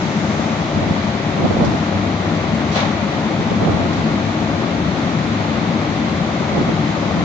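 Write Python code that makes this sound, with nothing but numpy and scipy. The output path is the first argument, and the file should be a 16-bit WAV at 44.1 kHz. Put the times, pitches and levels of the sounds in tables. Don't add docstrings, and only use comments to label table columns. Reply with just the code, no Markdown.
import sys
import numpy as np
from scipy import signal
from scipy.fft import rfft, irfft, next_fast_len
from scipy.io import wavfile
from scipy.ndimage import uniform_filter1d, minimum_filter1d, map_coordinates

SR = 44100
rng = np.random.default_rng(int(sys.argv[2]) if len(sys.argv) > 2 else 0)


def master_out(mix):
    frames = np.transpose(np.atleast_2d(mix))
    ceiling = np.clip(frames, -1, 1)
    pcm = np.round(ceiling * 32767).astype(np.int16)
    wavfile.write(sys.argv[1], SR, pcm)


N = 319284

# freq_hz, coherence
PORT_COHERENCE = [(60, .94), (220, .96), (340, .94), (470, .73), (570, .82), (720, .83), (1000, .46),
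                  (1400, .22), (2200, .17), (3000, .05), (8000, 0)]
# freq_hz, lead_rad
PORT_PHASE = [(60, 0), (300, .2), (480, .4), (620, .25), (780, .45), (950, 1.3), (1350, 1.2), (1600, 2.7),
              (1900, .2), (8000, 0)]
# freq_hz, left_over_right_db
PORT_BALANCE = [(60, 2), (200, 5), (400, 4.5), (580, 8.5), (850, 3.5), (1130, 8), (1700, 1.5), (2300, 0),
                (2850, -2.5), (3550, 1), (4200, -3), (4950, -6), (5850, 2.5), (6500, -2), (7300, -13)]
# start_s, level_db
FITTING_TICKS = [(1.645, -31.5), (3.928, -35.5), (3.965, -46)]
# freq_hz, level_db
TICK_EQ = [(1500, -23), (3500, -5.5), (4800, 3), (6300, -3.5), (7500, -12.5), (8500, -35.5)]
# peak_s, level_db, width_s, left_over_right_db
WIND_GUSTS = [(.775, -22.5, 0.017, 4), (.83, -18, 0.011, 3), (.908, -21, 0.018, 5),
              (1.395, -17.5, .014, -1), (1.453, -11.5, 0.014, -5), (1.512, -14, 0.012, 1),
              (1.552, -19, .009, -1), (1.608, -13, .015, 0), (1.642, -15, .011, -2),
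              (1.685, -20.5, .014, 9), (1.74, -20.5, .018, -3), (3.527, -20, 0.014, 6),
              (3.627, -14, 0.015, -5), (3.683, -11, 0.017, -5), (3.738, -18.5, 0.016, 3.5),
              (3.805, -22, .02, 6.5), (4.03, -29, .11, 3.5), (6.572, -14, 0.019, -8),
              (6.613, -18.5, .008, -9), (6.688, -18, 0.0099, -2), (7.2, -24, .035, 8)]
# freq_hz, level_db
WIND_EQ = [(22, -55.5), (35, -29), (55, -12), (85, 1), (200, 2.5), (350, -1.5), (600, -2), (950, -12),
           (1400, -16.5), (2500, -65)]
# peak_s, level_db, pitch_hz, left_over_right_db
EDDY_THUMPS = [(0.912, -6, 170, -2), (1.441, -8, 230, -3), (1.465, -7.5, 250, 0), (1.57, -2, 525, -13),
               (1.622, -14, 170, 4), (1.659, -12, 200, 2), (1.676, -14, 130, 6), (1.961, -11, 171, -12),
               (2.523, -15, 170, -14), (3.403, -9.5, 170, -18), (3.666, -6, 170, -10),
               (3.686, -7.5, 300, -1), (3.748, -13, 160, 7), (3.86, -8, 230, -8), (3.988, -10, 191, -10),
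               (6.58, -8, 402, -14), (6.616, -4.5, 280, -16), (6.696, -7, 400, -16)]
# freq_hz, level_db
AIR_EQ = [(200, -25), (420, -12), (530, 6), (900, 2.5), (1400, -3), (2300, -3.5), (2900, -8.5),
          (3800, -6.5), (5000, -17), (6200, -16), (7200, -28), (8400, -52.5)]
# freq_hz, level_db
SPRAY_EQ = [(880, -24.5), (1420, -1), (1650, -2.5), (1930, 0.5), (2270, -0.7), (2800, -6.5), (3500, -5.5),
            (4050, -7), (5000, -16), (6500, -47.5), (11000, -120)]
# freq_hz, level_db
MIST_EQ = [(3500, -36), (4700, -5), (5400, 0.5), (6000, 2), (6600, 0), (7200, -8), (7800, -18),
           (8400, -27.5), (8700, -50.5)]
# freq_hz, level_db
CLOTH_EQ = [(250, -33.5), (420, -3), (467, -7.5), (537, -1.5), (695, -1.5), (781, -2.5), (1160, -7),
            (1220, -6.5), (1700, -16.5), (2210, -39.5), (3740, -120)]
# freq_hz, level_db
RUMBLE_EQ = [(20, -64.5), (30, -43.5), (42, -25), (60, -11), (75, -3.5), (100, -3.5), (125, -3), (160, 1),
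             (215, 0), (270, -5.5), (340, -4.5), (450, -15), (600, -22.5), (1000, -68.5)]
# time_s, relative_level_db
RUMBLE_FADER = [(0, -22.5), (.85, -21), (.98, -23.5), (1.5, -21), (2.9, -21.5), (3.9, -20), (5.6, -21.5),
                (7.24, -20.5)]
# centre_hz, width_hz, level_db
BAY_RESONANCES = [(100.4, 6.8, -33), (161.5, 14, -30), (203.7, 2.5, -34.5), (222.7, 9, -29),
                  (261.6, 3, -37), (297, 7, -36), (317.6, 4.8, -37), (364, 8.8, -42), (544, 12, -45.5),
                  (582, 5.2, -48), (683.5, 6.3, -43), (817, 18, -55), (880, 7.8, -46), (1131, 9.3, -44)]


def amp(db):
    return 10 ** (np.asarray(db) / 20)


def unit(x):
    return x / np.sqrt(np.mean(x ** 2) + 1e-20)


def along(points, hz):
    freqs, values = np.transpose(points)
    return np.interp(np.log(hz + 1), np.log(freqs + 1), values)


def since(start_s):
    return np.arange(N) / SR - start_s


def wobble(rate):
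    knots = rng.standard_normal(int(N * rate / SR) + 4)
    return map_coordinates(knots, [np.arange(N) * rate / SR])


def filtered(x, response):
    size = next_fast_len(N + SR // 2)
    return irfft(rfft(x, size) * response(np.fft.rfftfreq(size, 1 / SR)), size)[..., :N]


def noise():
    return rng.standard_normal((2, N))


def shaped(x, eq):
    return unit(filtered(x, lambda hz: amp(along(eq, hz))))


def impacts(per_s, decay_s, scatter_db=2.5):
    sizes = (rng.random((2, N)) < per_s / SR) * amp(scatter_db * noise())
    power = signal.lfilter([1], [1, -np.exp(-2 / (decay_s * SR))], sizes ** 2)
    return unit(np.sqrt(power) * noise())


def at_ports(pair):
    spread = lambda hz: np.arccos(along(PORT_COHERENCE, hz)) / 2
    mid, side = filtered(pair, lambda hz: np.array([np.cos(spread(hz)), np.sin(spread(hz))]))
    left = lambda hz: amp(along(PORT_BALANCE, hz) / 2) * np.exp(.5j * along(PORT_PHASE, hz))
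    return filtered(np.array([mid + side, mid - side]), lambda hz: np.array([left(hz), 1 / left(hz)]))


def motor(pitch_hz=291.7, level_db=-35.5, waver_hz=.41, waver_db=2):
    phase = 2 * np.pi * np.cumsum(pitch_hz + waver_hz * wobble(3)) / SR
    return amp(level_db) * unit(amp(waver_db * wobble(2.5)) * np.sin(phase))


def fittings(attack_s=.004, crack_t60_s=.074, tail_t60_s=.6, tail_db=-11):
    envelope = np.zeros(N)
    for start_s, level_db in FITTING_TICKS:
        age = np.maximum(since(start_s), 0)
        decay = amp(-60 * age / crack_t60_s) + amp(tail_db - 60 * age / tail_t60_s)
        envelope += np.minimum(age / attack_s, 1) * amp(level_db) * decay
    return envelope * shaped(noise(), TICK_EQ)


def gust(peak_s, level_db, width_s, left_db, fall_over_rise=1.1):
    widths = since(peak_s) / width_s
    swell = 2 * np.exp(-np.logaddexp(-widths, widths / fall_over_rise))
    return amp([[level_db + left_db], [level_db]]) * swell


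def wind(shelter_hz=260, flutter_db=2, shared=.37):
    strength = np.sqrt(sum(gust(*row) ** 2 for row in WIND_GUSTS))
    own, right = shaped(noise(), WIND_EQ)
    blend = shared * right + np.sqrt(1 - shared ** 2) * own
    left = filtered(blend, lambda hz: 1 / np.sqrt(1 + (hz / shelter_hz) ** 4))
    return np.array([left, right]) * strength * amp(flutter_db * wobble(45))


def thumps(half_width_cycles=.65):
    ports = np.zeros((2, N))
    for peak_s, level_db, pitch_hz, left_db in EDDY_THUMPS:
        cycles = since(peak_s) * pitch_hz
        window = np.exp(-(cycles / half_width_cycles) ** 2)
        pulse = window * np.sin(2 * np.pi * (cycles + rng.random()))
        ports += amp([[level_db + left_db], [level_db]]) * pulse
    return ports


def valve(start_s=2.735, attack_s=.026, hold_s=.045, puff_db=-18.5, puff_t60_s=.5,
          hiss_db=-26, hiss_hz=3000, hiss_t60_s=.2, leak_lead_s=.025, echo_s=.0035):
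    age = since(start_s)
    opening = np.clip(age / attack_s, 0, 1) ** 2
    open_s = np.maximum(age - attack_s, 0)
    release_db = -60 * np.maximum(open_s - hold_s, 0) / puff_t60_s
    hollow = filtered(noise(), lambda hz: 1 + .28 * np.exp(-2j * np.pi * hz * echo_s))
    puff = opening * amp(puff_db + release_db) * shaped(hollow, AIR_EQ)
    leak = amp(-5.5) * np.clip(2 * (age + leak_lead_s) / attack_s, 0, 1)
    bright = unit(filtered(shaped(noise(), AIR_EQ), lambda hz: hz ** 4 / (hz ** 4 + hiss_hz ** 4)))
    hiss = np.maximum(leak, opening) * amp(hiss_db - 60 * open_s / hiss_t60_s) * bright
    return puff + hiss


def water(spray_db=-30, mist_db=-44, thick_db=3, thins_at_s=.35, thins_over_s=.5):
    thickness = np.clip(1 - since(thins_at_s) / thins_over_s, 0, 1)
    drops = impacts(per_s=1200, decay_s=.0033)
    spray = amp(spray_db + .25 * wobble(9)) * shaped(noise() + .5 * drops, SPRAY_EQ)
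    mist_gain = amp(mist_db + thick_db * thickness + .33 * wobble(5))
    return spray + mist_gain * shaped(noise() + .32 * drops, MIST_EQ)


def tremolo(rate_hz=13.35, depth_db=.23):
    return amp(depth_db * np.sin(2 * np.pi * rate_hz * since(0)))


def brushes(level_db=-26.5):
    slaps = impacts(per_s=280, decay_s=.008)
    gain = np.sqrt(tremolo()) * amp(level_db + .53 * wobble(7))
    return gain * shaped(noise() + .47 * slaps, CLOTH_EQ)


def bay_response(hz):
    power = sum(amp(db) ** 2 * SR / (np.pi * width) / (1 + ((hz - centre) / width) ** 2) ** 2
                for centre, width, db in BAY_RESONANCES)
    return np.sqrt(power)


def rumble(trim_db=-1.23):
    fader_db = np.interp(since(0), *np.transpose(RUMBLE_FADER))
    body = amp(fader_db + trim_db) * shaped(noise(), RUMBLE_EQ)
    boom = filtered(noise(), bay_response)
    return tremolo() * (body + boom)


def scene():
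    bay = at_ports(rumble() + brushes() + water() + valve() + fittings())
    return bay + motor() + wind() + thumps()


def record(dry, ceiling=.82, window_samples=400, top_hz=8600):
    needed = ceiling / np.maximum(np.abs(dry).max(axis=0), ceiling)
    gain = uniform_filter1d(minimum_filter1d(needed, window_samples), window_samples)
    return filtered(dry * gain, lambda hz: hz < top_hz)


dry = scene()
out = record(dry)
master_out(out)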